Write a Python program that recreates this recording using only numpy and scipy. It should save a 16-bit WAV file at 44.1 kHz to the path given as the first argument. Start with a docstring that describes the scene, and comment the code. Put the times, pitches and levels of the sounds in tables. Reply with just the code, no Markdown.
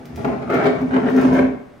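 """A wooden chair scrapes back over a tiled floor in several shoves, close by in a hard-walled living room.
Its legs stick and slip unevenly, rasping on the tile and ringing the frame; one leg locks into a low
judder, strongest late in the pull. A dull rumble, a few light ticks and a faint rustle of clothes
go with it, over quiet room noise."""
import sys
import numpy as np
from scipy import signal
from scipy.fft import rfft, irfft, next_fast_len
from scipy.io import wavfile
from scipy.ndimage import map_coordinates

SR = 44100
rng = np.random.default_rng(int(sys.argv[2]) if len(sys.argv) > 2 else 0)


def pcm_store(signal):
    """Save signal as 16-bit PCM."""
    levels = np.round(np.clip(np.atleast_2d(signal), -1, 1) * 32767)
    wavfile.write(sys.argv[1], SR, levels.astype(np.int16).T)


N = 79380
TIME_S = np.arange(N) / SR


# How hard the legs scrape, shove by shove: time_s, level_db
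SCRAPE_LEVEL = [(0, -46.5), (.165, -49.5), (.18, -36.5), (.238, -35), (.248, -25.5), (.3, -31), (.335, -31),
                (.4, -40.5), (.425, -25.5), (.45, -42), (.49, -28.5), (.5, -22.5), (.55, -19),
                (.635, -22.5), (.666, -15), (.71, -33), (.78, -31.5), (.82, -33), (.88, -46), (.925, -26),
                (.945, -21), (.975, -26.5), (1.02, -33.5), (1.085, -20), (1.13, -34.5), (1.18, -22.5),
                (1.26, -29.5), (1.3, -29), (1.345, -23), (1.392, -21.5), (1.41, -41.5), (1.45, -30.5),
                (1.52, -50.5), (1.8, -70)]
# Rasp of the feet on tile: frequency_hz, gain_db
RASP_EQ = [(60, -42), (250, -3), (500, 1), (750, 1.5), (1100, 0.5), (1500, -3), (2300, -10), (3000, -23),
           (5000, -36.5), (8000, -44.5), (15000, -61)]
def scrape():
    """Slipping feet rasp on the tile and ring the frame, which the judder shakes too."""
    friction = stick_slip() * fader(SCRAPE_LEVEL) + jolts()
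    wood = filtered(amp(0.5) * friction + amp(-10) * shake(), frame_resonance)
    rasp = filtered(friction, lambda hz: unit(amp(along(RASP_EQ, hz))))
    return pan(scatter(wood + amp(-3.5) * rasp), left_db=0.9)


def stick_slip(legs=2, slip_hz=149.7, spread_db=2.5, grit_s=0.0024, grit_share=0.56):
    """Legs catch and let go in uneven pulses, each trailing grit."""
    pulses = np.zeros(N)
    for _ in range(legs):
        cycles = np.cumsum(slip_hz * np.exp(0.25 * wobble(14))) / SR
        jitter, strength = rng.standard_normal((1024, 2)).T
        onsets = np.searchsorted(cycles, np.arange(len(jitter)) + 0.3 * jitter)
        pulses += np.bincount(onsets, amp(spread_db * strength), N + 1)[:N]
    trails = signal.lfilter([1], [1, -np.exp(-1 / (grit_s * SR))], pulses)
    grit = unit(trails * rng.standard_normal(N))
    return np.sqrt(1 - grit_share) * unit(pulses - pulses.mean()) + np.sqrt(grit_share) * grit


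# Accents in the scrape: start_s, level_db
JOLT_HITS = [(.178, -28.5), (.247, -11), (.266, -35), (.501, -15.5), (.546, -16.5), (.667, -16.5),
             (.909, -24), (.965, -11), (1.251, -15), (1.391, -9.5)]
def jolts(decay_s=0.0022, grit_db=-6.5):
    """A foot breaks loose with one hard slip and a short burst of grit."""
    force = np.zeros(N)
    for start_s, level_db in JOLT_HITS:
        burst = np.exp(-abs(TIME_S - start_s) / decay_s) * (TIME_S >= start_s)
        force += amp(level_db + grit_db) * rng.standard_normal(N) * burst
        force[round(start_s * SR)] += amp(level_db) * np.sqrt(decay_s * SR)
    return force


# Body of the chair: pitch_hz, width_hz, gain_db
FRAME_MODES = [(125, 38, -10), (205, 55, 1.5), (248, 48, 0), (346.1, 27, 6), (405.5, 18.1, 9.5),
               (452.5, 25.7, 5.5), (583.7, 40, 0), (603, 18.2, 4), (690, 75, -2), (802, 36, 2.5),
               (841, 39, -7.5), (1212, 75, -24.5), (1296, 150, -16.5), (2320, 54, -27)]
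def frame_resonance(hz):
    """The wooden frame rings in modes of alternating polarity; power gain 1."""
    response = 0
    for k, (pitch_hz, width_hz, gain_db) in enumerate(FRAME_MODES):
        damping = 1j * hz * width_hz
        response += (-1) ** k * amp(gain_db) * damping / (pitch_hz ** 2 - hz ** 2 + damping)
    return response / np.sqrt(np.mean(abs(response) ** 2))


# Biting edge of the hardest shove: frequency_hz, gain_db
GRIND_EQ = [(400, -26), (700, 1.5), (870, 9), (1000, 0), (2100, 1.5), (2260, 10), (2450, -7.5),
            (3400, -9.5), (6000, -25), (8000, -31.5), (15000, -44)]
def grind(expansion=2.49):
    """Pressed hard, the feet bite into the tile and the scrape turns brighter."""
    bite = stick_slip() * fader(SCRAPE_LEVEL) ** expansion
    edge = amp(-40) * unit(eq(bite, GRIND_EQ))
    return pan(scatter(edge), left_db=0.9)


# Swells of the juddering leg: time_s, level_db
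JUDDER_LEVEL = [(0, -39), (.08, -51), (.23, -47), (.285, -19.5), (.32, -41.5), (.5, -36), (.555, -19),
                (.626, -35.5), (.692, -18.5), (.785, -47.5), (.83, -16.5), (.89, -30.5), (.968, -12.5),
                (1.026, -32), (1.06, -13.5), (1.094, -38), (1.118, -18.5), (1.18, -10.5), (1.228, -24.5),
                (1.256, -8), (1.29, -20), (1.322, -12), (1.39, -21), (1.452, -15), (1.475, -22.5),
                (1.56, -42), (1.8, -75)]
# Its nearly pure tone: harmonic_number, gain_db
JUDDER_HARMONICS = [(1, 5.5), (2, -27), (3, -25.5)]
def judder(pitch_hz=258, waver=0.014, flutter_db=0.8):
    """One leg swings at its own resonance, kept going by the friction."""
    phase = 2 * np.pi * np.cumsum(pitch_hz * (1 + waver * wobble(70))) / SR
    swing = unit(sum(amp(gain_db) * np.sin(number * phase) for number, gain_db in JUDDER_HARMONICS))
    flutter = amp(flutter_db * wobble(90))
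    return pan(swing * fader(JUDDER_LEVEL) * flutter, left_db=0.45)


# What the judder passes to the frame: frequency_hz, gain_db
SHAKE_EQ = [(60, -30), (140, -14), (195, 5), (225, 0), (260, -9), (400, -3), (590, 0), (750, -10),
            (1500, -10), (3000, -25)]
def shake():
    """Rough pulses drive the frame as the judder swells."""
    return eq(stick_slip() * fader(JUDDER_LEVEL), SHAKE_EQ)


# Swell of the rumble: time_s, level_db
RUMBLE_LEVEL = [(0, -43), (.08, -48), (.15, -35), (.28, -32.5), (.4, -38), (.55, -33.5), (.7, -33),
                (.79, -36.5), (.95, -33), (1.15, -37), (1.33, -28), (1.48, -32.5), (1.6, -49), (1.8, -65)]
# Its dull weight: frequency_hz, gain_db
RUMBLE_EQ = [(20, -33), (42, -31), (66, -3), (85, -2.5), (105, -12), (130, 4.5), (190, -0.5), (240, 4.5),
             (400, -16), (1500, -88)]
def rumble(trim_db=3.5):
    """The whole chair shudders as it travels."""
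    return noise(RUMBLE_EQ) * fader(RUMBLE_LEVEL) * amp(trim_db)


# Light ticks: start_s, level_db
TICK_HITS = [(0.055, -48), (0.159, -43), (0.248, -49.5), (0.5013, -48), (0.541, -42.5), (0.6404, -47),
             (0.8133, -52.5), (1.099, -48), (1.1633, -42), (1.2116, -44.5), (1.3359, -45.5)]
# Their bright snap: frequency_hz, gain_db
TICK_EQ = [(200, -48), (2000, 8.5), (4000, 1), (5900, 2.5), (8000, -7.5), (11000, -5.5), (15500, -1)]
def ticks(t60_s=0.062, trim_db=2):
    """Joints and feet make short contacts that die at once."""
    envelope = np.zeros(N)
    for start_s, level_db in TICK_HITS:
        envelope += amp(level_db - 60 * abs(TIME_S - start_s) / t60_s) * (TIME_S >= start_s)
    return pan(noise(TICK_EQ) * envelope * amp(trim_db), left_db=-0.5)


# Movement of the clothes: time_s, level_db
RUSTLE_LEVEL = [(0, -67), (.14, -63.5), (.18, -54), (.36, -63.5), (1.05, -59.5), (1.17, -52), (1.25, -47),
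                (1.3, -54.5), (1.37, -49.5), (1.48, -72), (1.8, -106.5)]
# Hiss of the fabric: frequency_hz, gain_db
CLOTH_EQ = [(200, -47), (2000, 10), (4000, -1), (5800, -1.5), (8000, -11), (10500, -10.5), (15500, -39)]
def rustle(trim_db=1.5):
    """Clothes brush in soft swells of hiss, off to the left."""
    return pan(noise(CLOTH_EQ) * fader(RUSTLE_LEVEL) * amp(trim_db), left_db=5.5)


def scatter(x, t60_s=0.031, crossover_hz=707):
    """Highs glance off floor, table and seat, differently for each ear; the bass comes straight."""
    fade = amp(-60 * np.arange(SR // 12) / SR / t60_s)
    paths = lambda: rng.standard_normal((2, len(fade))) * fade / np.linalg.norm(fade)
    high_share = lambda hz: 1 / (1 + (crossover_hz / (hz + 1)) ** 6)
    highs = filtered(travelling(x, paths, positions=14), lambda hz: np.sqrt(high_share(hz)))
    lows = filtered(x, lambda hz: np.sqrt(1 - high_share(hz)))
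    return highs + lows


# Reverb return: frequency_hz, gain_db
REVERB_EQ = [(80, -17), (250, -1), (500, 0), (1500, -1.5), (5000, -0.5), (12000, 0)]
def room(x):
    """The hard walls answer with a reverb that is thin in the bass."""
    return eq(travelling(x, room_tail, positions=7), REVERB_EQ)


# Reverb time: frequency_hz, t60_s
REVERB_DECAY = [(100, .4), (500, .55), (2000, .58), (6000, .48), (14000, .28)]
def room_tail():
    """A diffuse stereo tail; each frequency dies at its own speed."""
    hz, t, spectrum = signal.stft(rng.standard_normal((2, SR // 2)), SR, nperseg=256)
    decay = amp(-60 * t / along(REVERB_DECAY, hz)[:, None])
    decay /= np.linalg.norm(decay, axis=1, keepdims=True)
    _, tail = signal.istft(spectrum * decay, SR, nperseg=256)
    return tail / np.linalg.norm(tail[0])


# Dark bed of room noise: frequency_hz, gain_db
AIR_EQ = [(20, -14), (80, -9), (250, -4), (600, -10.5), (1500, -18.5), (3000, -30.5), (8000, -42),
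          (15500, -49)]
def room_tone(level_db=-46.5):
    """Steady, quiet noise, part centred and part wide."""
    return amp(level_db) * unit(noise(AIR_EQ) + 0.8 * noise(AIR_EQ, channels=2))


def travelling(x, response, positions):
    """Cross-fade through fresh stereo responses as the chair moves."""
    centres_s = np.linspace(0, N / SR, positions)
    fades = [np.sqrt(np.clip(1 - abs(TIME_S - s) / centres_s[1], 0, 1)) for s in centres_s]
    return sum(signal.fftconvolve(np.atleast_2d(x * fade), response(), axes=1)[:, :N] for fade in fades)


def amp(db):
    """Decibels to gain."""
    return 10 ** (np.asarray(db) / 20)


def unit(x):
    """Scale to rms 1."""
    return x / np.sqrt(np.mean(x ** 2) + 1e-20)


def along(curve, hz):
    """Read (frequency_hz, value) rows on a log axis."""
    frequency_hz, values = np.transpose(curve)
    return np.interp(np.log(hz + 1), np.log(frequency_hz + 1), values)


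def fader(rows):
    """A gain per sample from (time_s, level_db) rows."""
    return amp(np.interp(TIME_S, *np.transpose(rows)))


def wobble(rate_hz):
    """A smooth random curve, rate_hz knots a second."""
    return map_coordinates(rng.standard_normal(2048), [TIME_S * rate_hz + 2], mode="mirror")


def filtered(x, response):
    """Apply a complex frequency response."""
    size = next_fast_len(N + SR // 2)
    return irfft(rfft(x, size) * response(np.fft.rfftfreq(size, 1 / SR)), size)[..., :N]


def eq(x, curve):
    """Equalise by (frequency_hz, gain_db) rows."""
    return filtered(x, lambda hz: amp(along(curve, hz)))


def noise(curve, channels=1):
    """Coloured noise of rms 1."""
    return unit(eq(rng.standard_normal((channels, N)), curve))


def pan(x, left_db):
    """Boost the left and cut the right by left_db."""
    return x * amp([[left_db], [-left_db]])


def scene():
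    """Chair and clothes over room tone, the judder drier than the rest."""
    close = scrape() + grind() + rumble() + rustle() + ticks()
    leg = judder()
    air = room_tone()
    return close + leg + room(close + amp(-10) * leg) + air


def record(dry, cutoff_hz=15800):
    """A brick-wall low-pass takes off the very top."""
    return filtered(dry, lambda hz: hz < cutoff_hz)


dry = scene()
out = record(dry)
pcm_store(out)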